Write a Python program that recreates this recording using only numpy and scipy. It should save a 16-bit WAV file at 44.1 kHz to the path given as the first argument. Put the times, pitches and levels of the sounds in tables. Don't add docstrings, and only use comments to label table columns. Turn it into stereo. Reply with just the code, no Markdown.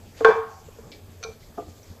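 import sys
import numpy as np
from scipy import signal
from scipy.fft import rfft, irfft
from scipy.io import wavfile

SR = 44100
rng = np.random.default_rng(int(sys.argv[2]) if len(sys.argv) > 2 else 0)


def dump_mix(stems):
    frames = np.atleast_2d(stems).T
    limited = np.clip(frames, -1, 1)
    pcm = np.round(limited * 32767).astype(np.int16)
    wavfile.write(sys.argv[1], SR, pcm)


def linear_from_db(decibels):
    return 10 ** (np.asarray(decibels, float) / 20)


N = 88200


def in_time(rows):
    seconds, level_db = np.transpose(rows)
    return np.interp(np.arange(N) / SR, seconds, level_db)


def at_hz(points, hz):
    point_hz, value = np.transpose(points)
    return np.interp(np.log(hz), np.log(point_hz), value)


def rms_one(x):
    return x / np.sqrt(np.mean(x ** 2) + 1e-20)


def drift(rate):
    r = np.exp(-80 * np.pi * rate / SR)
    white = rng.standard_normal(N // 40 + 2002)
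    slow = signal.lfilter([1], [1, -2 * r, r * r], white)[2000:]
    return np.interp(np.arange(N) / 40, np.arange(len(slow)), rms_one(slow))


def bands(white):
    length = white.shape[-1]
    spec, hz = rfft(white), np.maximum(np.fft.rfftfreq(length, 1 / SR), 1)
    for centre in 22 * 2 ** np.arange(0, 9.6, .5):
        shape = np.cos(np.clip(np.log2(hz / centre) * np.pi, -np.pi / 2, np.pi / 2))
        yield centre, irfft(spec * shape, length)


# frequency in Hz, likeness from 0 to 1.
LIKENESS = [(30, 1), (90, 0.25), (200, 0.94), (450, 0.16), (1000, 0.033), (3000, 0.014), (8000, 0.02)]


def noise(spectrum, patchy_db):
    hz = np.maximum(np.fft.rfftfreq(N, 1 / SR), 1)
    inside = (hz > spectrum[0][0]) & (hz < spectrum[-1][0])
    white = irfft(rfft(rng.standard_normal((2, N))) * linear_from_db(at_hz(spectrum, hz)) * inside, N)
    out, together = 0, drift(11.4)
    for centre, (mid, side) in bands(white):
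        alike = at_hz(LIKENESS, centre)
        flicker = linear_from_db(patchy_db * (0.31 * together + drift(6.3)))
        out = out + flicker * (np.sqrt(1 + alike) * mid + np.sqrt(1 - alike) * side * [[1], [-1]])
    return rms_one(out)


CHOKE_S, CHOKED_DB, PORT_LAG_S = .004, -24, .00016


def strike(s, db, free_s, modes, soft_hz=20000, pan_db=0):
    t = np.arange(N) / SR - s
    on = t > 0
    t = t[on][:SR // 2]
    hz, level_db, t60 = np.transpose(modes)[:, :, None]
    gain = linear_from_db(db + level_db) / (1 + (hz / soft_hz) ** 4)
    onset = np.sin(np.pi / 2 * np.minimum(t * soft_hz / 2, 1)) ** 2
    choke = linear_from_db(CHOKED_DB * np.clip((t - free_s) / CHOKE_S, 0, 1))
    lag = PORT_LAG_S * np.sin(hz / 92) * np.minimum(hz / 900, np.minimum(1, 1500 / hz))
    decay = np.exp(-t * np.log(1000) / t60)
    out, first = np.zeros((2, N)), np.argmax(on)
    for c, side in enumerate((1, -1)):
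        wave = np.sin(2 * np.pi * hz * np.maximum(t + side * lag / 2, 0)) * decay
        out[c, first:first + len(t)] = linear_from_db(side * pan_db / 2) * onset * choke * (gain * wave).sum(0)
    return out


def burst(s, db, decay_s, low_hz, high_hz, order=2):
    t, out = np.arange(SR // 3) / SR, np.zeros((2, N + SR))
    white = rng.standard_normal((3, len(t)))
    puff = (white[:2] + 0.92 * white[2]) * np.exp(-t / decay_s) * linear_from_db(db)
    band = signal.butter(order, [low_hz, high_hz], "band", fs=SR, output="sos")
    start = int(s * SR)
    out[:, start:start + len(t)] = signal.sosfilt(band, puff)
    return out[:, :N]


# frequency in Hz, level in dB.
AIR_SPECTRUM = [(10, 0.5), (30, -2), (92, -12.5), (144, -15), (231, -15.5), (422, -10), (953, -22.5),
                (8000, -24.5)]
HISS_SPECTRUM = [(7000, -17), (7980, -2), (9810, -15.5), (11100, -3), (11700, 2), (14100, -18),
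                 (15200, 1.5), (15800, -18.5), (16200, -2)]
AIR_DB, HISS_DB = -51.5, -61


def air_and_hiss():
    air = linear_from_db(AIR_DB) * noise(AIR_SPECTRUM, patchy_db=2.7)
    return air + linear_from_db(HISS_DB) * noise(HISS_SPECTRUM, patchy_db=0.5)


# start in seconds, level in dB.
THUMPS = [(0.066, -39), (0.274, -43.5), (0.462, -40), (0.66, -36.5), (0.867, -38), (1.079, -37.5),
          (1.282, -38.5), (1.49, -37), (1.676, -36.5), (1.9, -34.5)]
# frequency in Hz, level in dB, decay by 60 dB in seconds.
WALL_MODES = [(88.8, 0, 0.22), (112.7, 1, 0.047), (167.5, 1, 0.081), (230, -7.5, 0.27), (56, -18.5, 0.076)]
HUM_HZ, HUM_WIDTH_HZ, HUM_DB = 89.35, 9.7, -50.5


def machine():
    r, w = np.exp(-np.pi * HUM_WIDTH_HZ / SR), 2 * np.pi * HUM_HZ / SR
    white = rng.standard_normal(N + SR)
    hum = signal.lfilter([1, 0, -1], [1, -2 * r * np.cos(w), r * r], white)[SR:]
    thumps = sum(strike(s, db, 1, WALL_MODES, soft_hz=298) for s, db in THUMPS)
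    return (linear_from_db(HUM_DB) * rms_one(hum) - thumps) * linear_from_db([[-.6], [.6]])


# time in seconds, level in dB.
SLIDE_LEVEL = [(.13, -99), (.17, -46.5), (.195, -43.5), (.24, -48.5), (.3, -72.5), (.4, -83.5)]
ROLL_LEVEL = [(0, -49.5), (.15, -56), (.6, -59), (.9, -47), (1.0, -55.5), (1.3, -58.5), (1.5, -67),
              (1.7, -76.5), (2, -51)]
# frequency in Hz, level in dB.
PAPER_SPECTRUM = [(180, -22), (300, -8), (1260, -8), (3000, -11), (7500, -15), (9000, -30), (12000, -27),
                  (15600, -54)]
ROLLING_SPECTRUM = [(120, -41), (230, -0.5), (300, -8.5), (430, -3.5), (700, -10), (1200, -17),
                    (2500, -27.5)]


def slide_and_roll():
    slide = linear_from_db(in_time(SLIDE_LEVEL)) * noise(PAPER_SPECTRUM, patchy_db=2.0)
    return slide + linear_from_db(in_time(ROLL_LEVEL)) * noise(ROLLING_SPECTRUM, patchy_db=3.0)


# start in seconds, level in dB, length in seconds, from Hz, to Hz.
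WHOOPS = [
    (0.638, -44, 0.046, 89.3, 236),
    (.84, -44.5, 0.035, 95, 177),
]


def dough_whoops():
    out = 0
    for s, db, length_s, from_hz, to_hz in WHOOPS:
        u = np.clip((np.arange(N) / SR - s) / length_s, 0, 1)
        cycles = length_s * (from_hz * u + (to_hz - from_hz) * u ** 2 / 2)
        out = out + linear_from_db(db) * np.sin(np.pi * u) * np.sin(2 * np.pi * cycles)
    return out


# frequency in Hz, level in dB, decay by 60 dB in seconds.
EARLIER_RING = [(1520, -49, 0.26), (1960, -41, .15), (1330, -50, 0.27), (2250, -49, 0.17),
                (4200, -54.5, .15), (462, -46, 0.23)]
# start in seconds, level in dB, frequency in Hz.
TICKS = [
    (1.83, -36, 6250),
    (0.24, -61, 5100),
    (1.425, -34.5, 2300),
]


def ticks():
    puffs = sum(burst(s, db, 0.0093, hz / 1.13, hz * 0.99) for s, db, hz in TICKS)
    return strike(-0.082, 0, 0.46, EARLIER_RING) + puffs


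def scuffed_hits(rows, modes, soft_hz, pan_db):
    out = 0
    for s, db, free_s, scuff_hz in rows:
        scuff = burst(s, db + 5, 0.006, scuff_hz / 1.86, scuff_hz * 1.057, order=3)
        out = out + strike(s, db, free_s, modes, soft_hz, pan_db) + scuff
    return out


# start in seconds, level in dB, free ring in seconds,
# scuff in Hz.
CLINKS_A = [(0.9175, -42, .1, 5000), (0.9225, -43, .1, 4500), (0.929, -45, .1, 3300),
            (0.936, -46, .1, 4800), (0.946, -48, .1, 4200), (.957, -52, .1, 3900)]
CLINKS_B = [
    (1.2283, -38.5, 0.19, 3230),
    (1.2365, -31.5, 0.22, 5680),
    (1.244, -49, 0.051, 1380),
]
# frequency in Hz, level in dB, decay by 60 dB in seconds.
RING_A_MODES = [(2322, -4, .08), (3100, -8, .03), (3800, -8, .025), (4199, -6, .04), (4600, -6, .025),
                (4900, -5, .025), (5200, -5, .025)]
RING_B_MODES = [(705, -8, 0.05), (1312, -8, 0.17), (1390, 0, 0.1), (2290, -14, .15), (2362, -10, 0.3),
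                (2397, -3, 0.1), (3666, -8, 0.06), (3890, -7, 0.09), (4339, -2, 0.08), (5650, -7, 0.06),
                (5803, -13, .2), (5932, -9, 0.25), (6100, 3, 0.045), (6158, -9, .12)]


def ring_clinks():
    first = scuffed_hits(CLINKS_A, RING_A_MODES, 8000, -1.5)
    return first + scuffed_hits(CLINKS_B, RING_B_MODES, 8000, -.6)


# start in seconds, level in dB, free ring in seconds, scuff in Hz.
BUMPS = [
    (0.2062, -24.5, 0.02, 775),
    (1.571, -49, 0.16, 380),
    (1.5768, -30, 0.11, 445),
    (1.5815, -22, 0.088, 705),
    (1.590, -33, .1, 430),
    (1.596, -28.5, .1, 800),
    (1.621, -34.5, 0.069, 448),
    (1.68, -43.5, .1, 604),
]
# frequency in Hz, level in dB, decay by 60 dB in seconds.
RIM_MODES = [(298.5, -8, 0.37), (422, -5.5, 0.109), (501, -10, 0.18), (699.4, 1, 0.051), (723, -15, 0.06),
             (966, -2.5, 0.018), (1196, -6, 0.07)]


def rim_bumps():
    return scuffed_hits(BUMPS, RIM_MODES, 1500, .3)


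# start in seconds, level in dB, frequency in Hz, rise in seconds,
# decay by 60 dB in seconds.
SWELL = (.35, -11.5, 447, .04, .26)


def plate_swell():
    s, db, hz, rise_s, t60 = SWELL
    t = np.maximum(np.arange(N) / SR - s, 0)
    envelope = np.minimum(t / rise_s, 1) * np.exp(-t * np.log(1000) / t60)
    return linear_from_db(db) * envelope * np.sin(2 * np.pi * hz * t)


# start in seconds, level in dB, contact cut-off in Hz, free ring before the choke in
# seconds, left over right in dB.
KNOCKS = [
    (0.2063, -15.5, 700, 0.11, 1),
    (0.2468, -2.5, 2950, 0.039, 1),
    (0.2846, 1, 540, .0165, 0.5),
    (0.303, -14, 1200, 0.017, -4),
    (0.3145, -15.5, 537, 0.0095, -2),
    (0.354, -22, 1100, .02, 0),
    (0.6842, -31, 540, 0.0067, -1),
    (0.785, -31.5, 520, 0.012, 3),
]
# frequency in Hz, level in dB, decay by 60 dB in seconds.
PLATE_MODES = [(450, 0, .36), (490, -15, .15), (762, -6, .07), (690, -15, .1), (916, -17, .1),
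               (970, -17, .15), (1090, -9, .3), (1223, -14, .06), (1410, 1.5, .03), (1557, -5, .2),
               (1740, -18, .1)]
RIM_RING = [(1089, -24, .45), (2341, -32, .4), (2570, -38, .2), (4600, -44, .25), (5120, -42, .12),
            (5520, -42, .12), (3455, -38, .1), (3480, -39, .38), (3489, -39, .38)]
COUNTER_MODES = [(200.6, -10, 0.12), (124, -17, 0.15), (303, -45, 0.037), (67.5, -17.5, 0.061)]
COUNTER_DB = -21.5
PLATE_EDGE_HZ = 411


def plate():
    ring, counter = 0, 0
    for s, db, soft_hz, free_s, pan_db in KNOCKS:
        bright_db = db + 24 * np.log10(soft_hz / 3000)
        ring = ring + strike(s, db, free_s, PLATE_MODES, soft_hz, pan_db)
        ring = ring + burst(s, bright_db + 4, .005, 525, 1600)
        ring = ring + burst(s, bright_db - 35, 0.06, 1500, 6500, order=3)
        ring = ring + burst(s, bright_db - 0.5, 0.046, 598, 1444, order=3)
        counter = counter + strike(s, db + COUNTER_DB, 1, COUNTER_MODES)
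    edge = signal.butter(4, PLATE_EDGE_HZ, "high", fs=SR, output="sos")
    rim = strike(KNOCKS[1][0], 0, 1, RIM_RING, soft_hz=7480)
    return signal.sosfilt(edge, ring + 1e-18) + rim + counter


# frequency in Hz, decay by 60 dB in seconds.
ROOM_T60 = [(60, 0.99), (450, 0.82), (1500, 0.46), (4000, .38), (9000, 0.16)]
# frequency in Hz, level in dB.
ROOM_COLOUR = [(200, -5), (450, -22), (570, -19), (700, -1), (800, 1), (1500, -1), (5000, 4)]
ROOM_DB, ROOM_BUILD_S = -8, 0.033


def room(x):
    t, tail = np.arange(SR) / SR, 0
    for hz, band in bands(rng.standard_normal((3, SR))):
        t60 = at_hz(ROOM_T60, hz)
        tail = tail + band * np.exp(-t * np.log(1000) / t60) * np.sqrt(.5 / t60)
    tail = irfft(rfft(tail) * linear_from_db(at_hz(ROOM_COLOUR, np.arange(SR // 2 + 1) + 1)), SR)
    tail = tail * np.minimum(t / ROOM_BUILD_S, 1) / np.sqrt(SR * 0.017)
    wet = signal.fftconvolve(x.mean(0)[None], tail, axes=1)[:, :N]
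    low = signal.sosfilt(signal.butter(2, 560, fs=SR, output="sos"), wet[2] - wet[:2])
    return linear_from_db(ROOM_DB) * (wet[:2] + 0.38 * low)


def scene():
    background = air_and_hiss() + machine()
    pin = slide_and_roll() + dough_whoops() + plate_swell()
    small = ticks() + ring_clinks() + rim_bumps()
    big = plate()
    return background + pin + small + big + room(big + .5 * small)


def low_pass(x):
    return signal.sosfilt(signal.butter(12, 15820, fs=SR, output="sos"), x)


AGC_ABOVE_DB, AGC_SHARE, AGC_RELEASE_DB_PER_S = -25.5, 0.047, 29.5
CUTOFF_HZ = 16300


def record(dry):
    fall = AGC_RELEASE_DB_PER_S * np.arange(N) / SR
    peak_db = 20 * np.log10(np.abs(dry).max(0) + 1e-6)
    level_db = np.maximum.accumulate(peak_db + fall) - fall
    over_db = np.maximum(level_db - AGC_ABOVE_DB, 0)
    dip_db = signal.lfilter([.002], [1, -.998], AGC_SHARE * over_db)
    x = dry * linear_from_db(-dip_db)
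    x = x / (1 + np.abs(x) ** 8) ** (1 / 8)
    top_cut = signal.cheby2(12, 70, CUTOFF_HZ, fs=SR, output="sos")
    return low_pass(signal.sosfilt(top_cut, x))


dry = scene()
out = record(dry)
dump_mix(out)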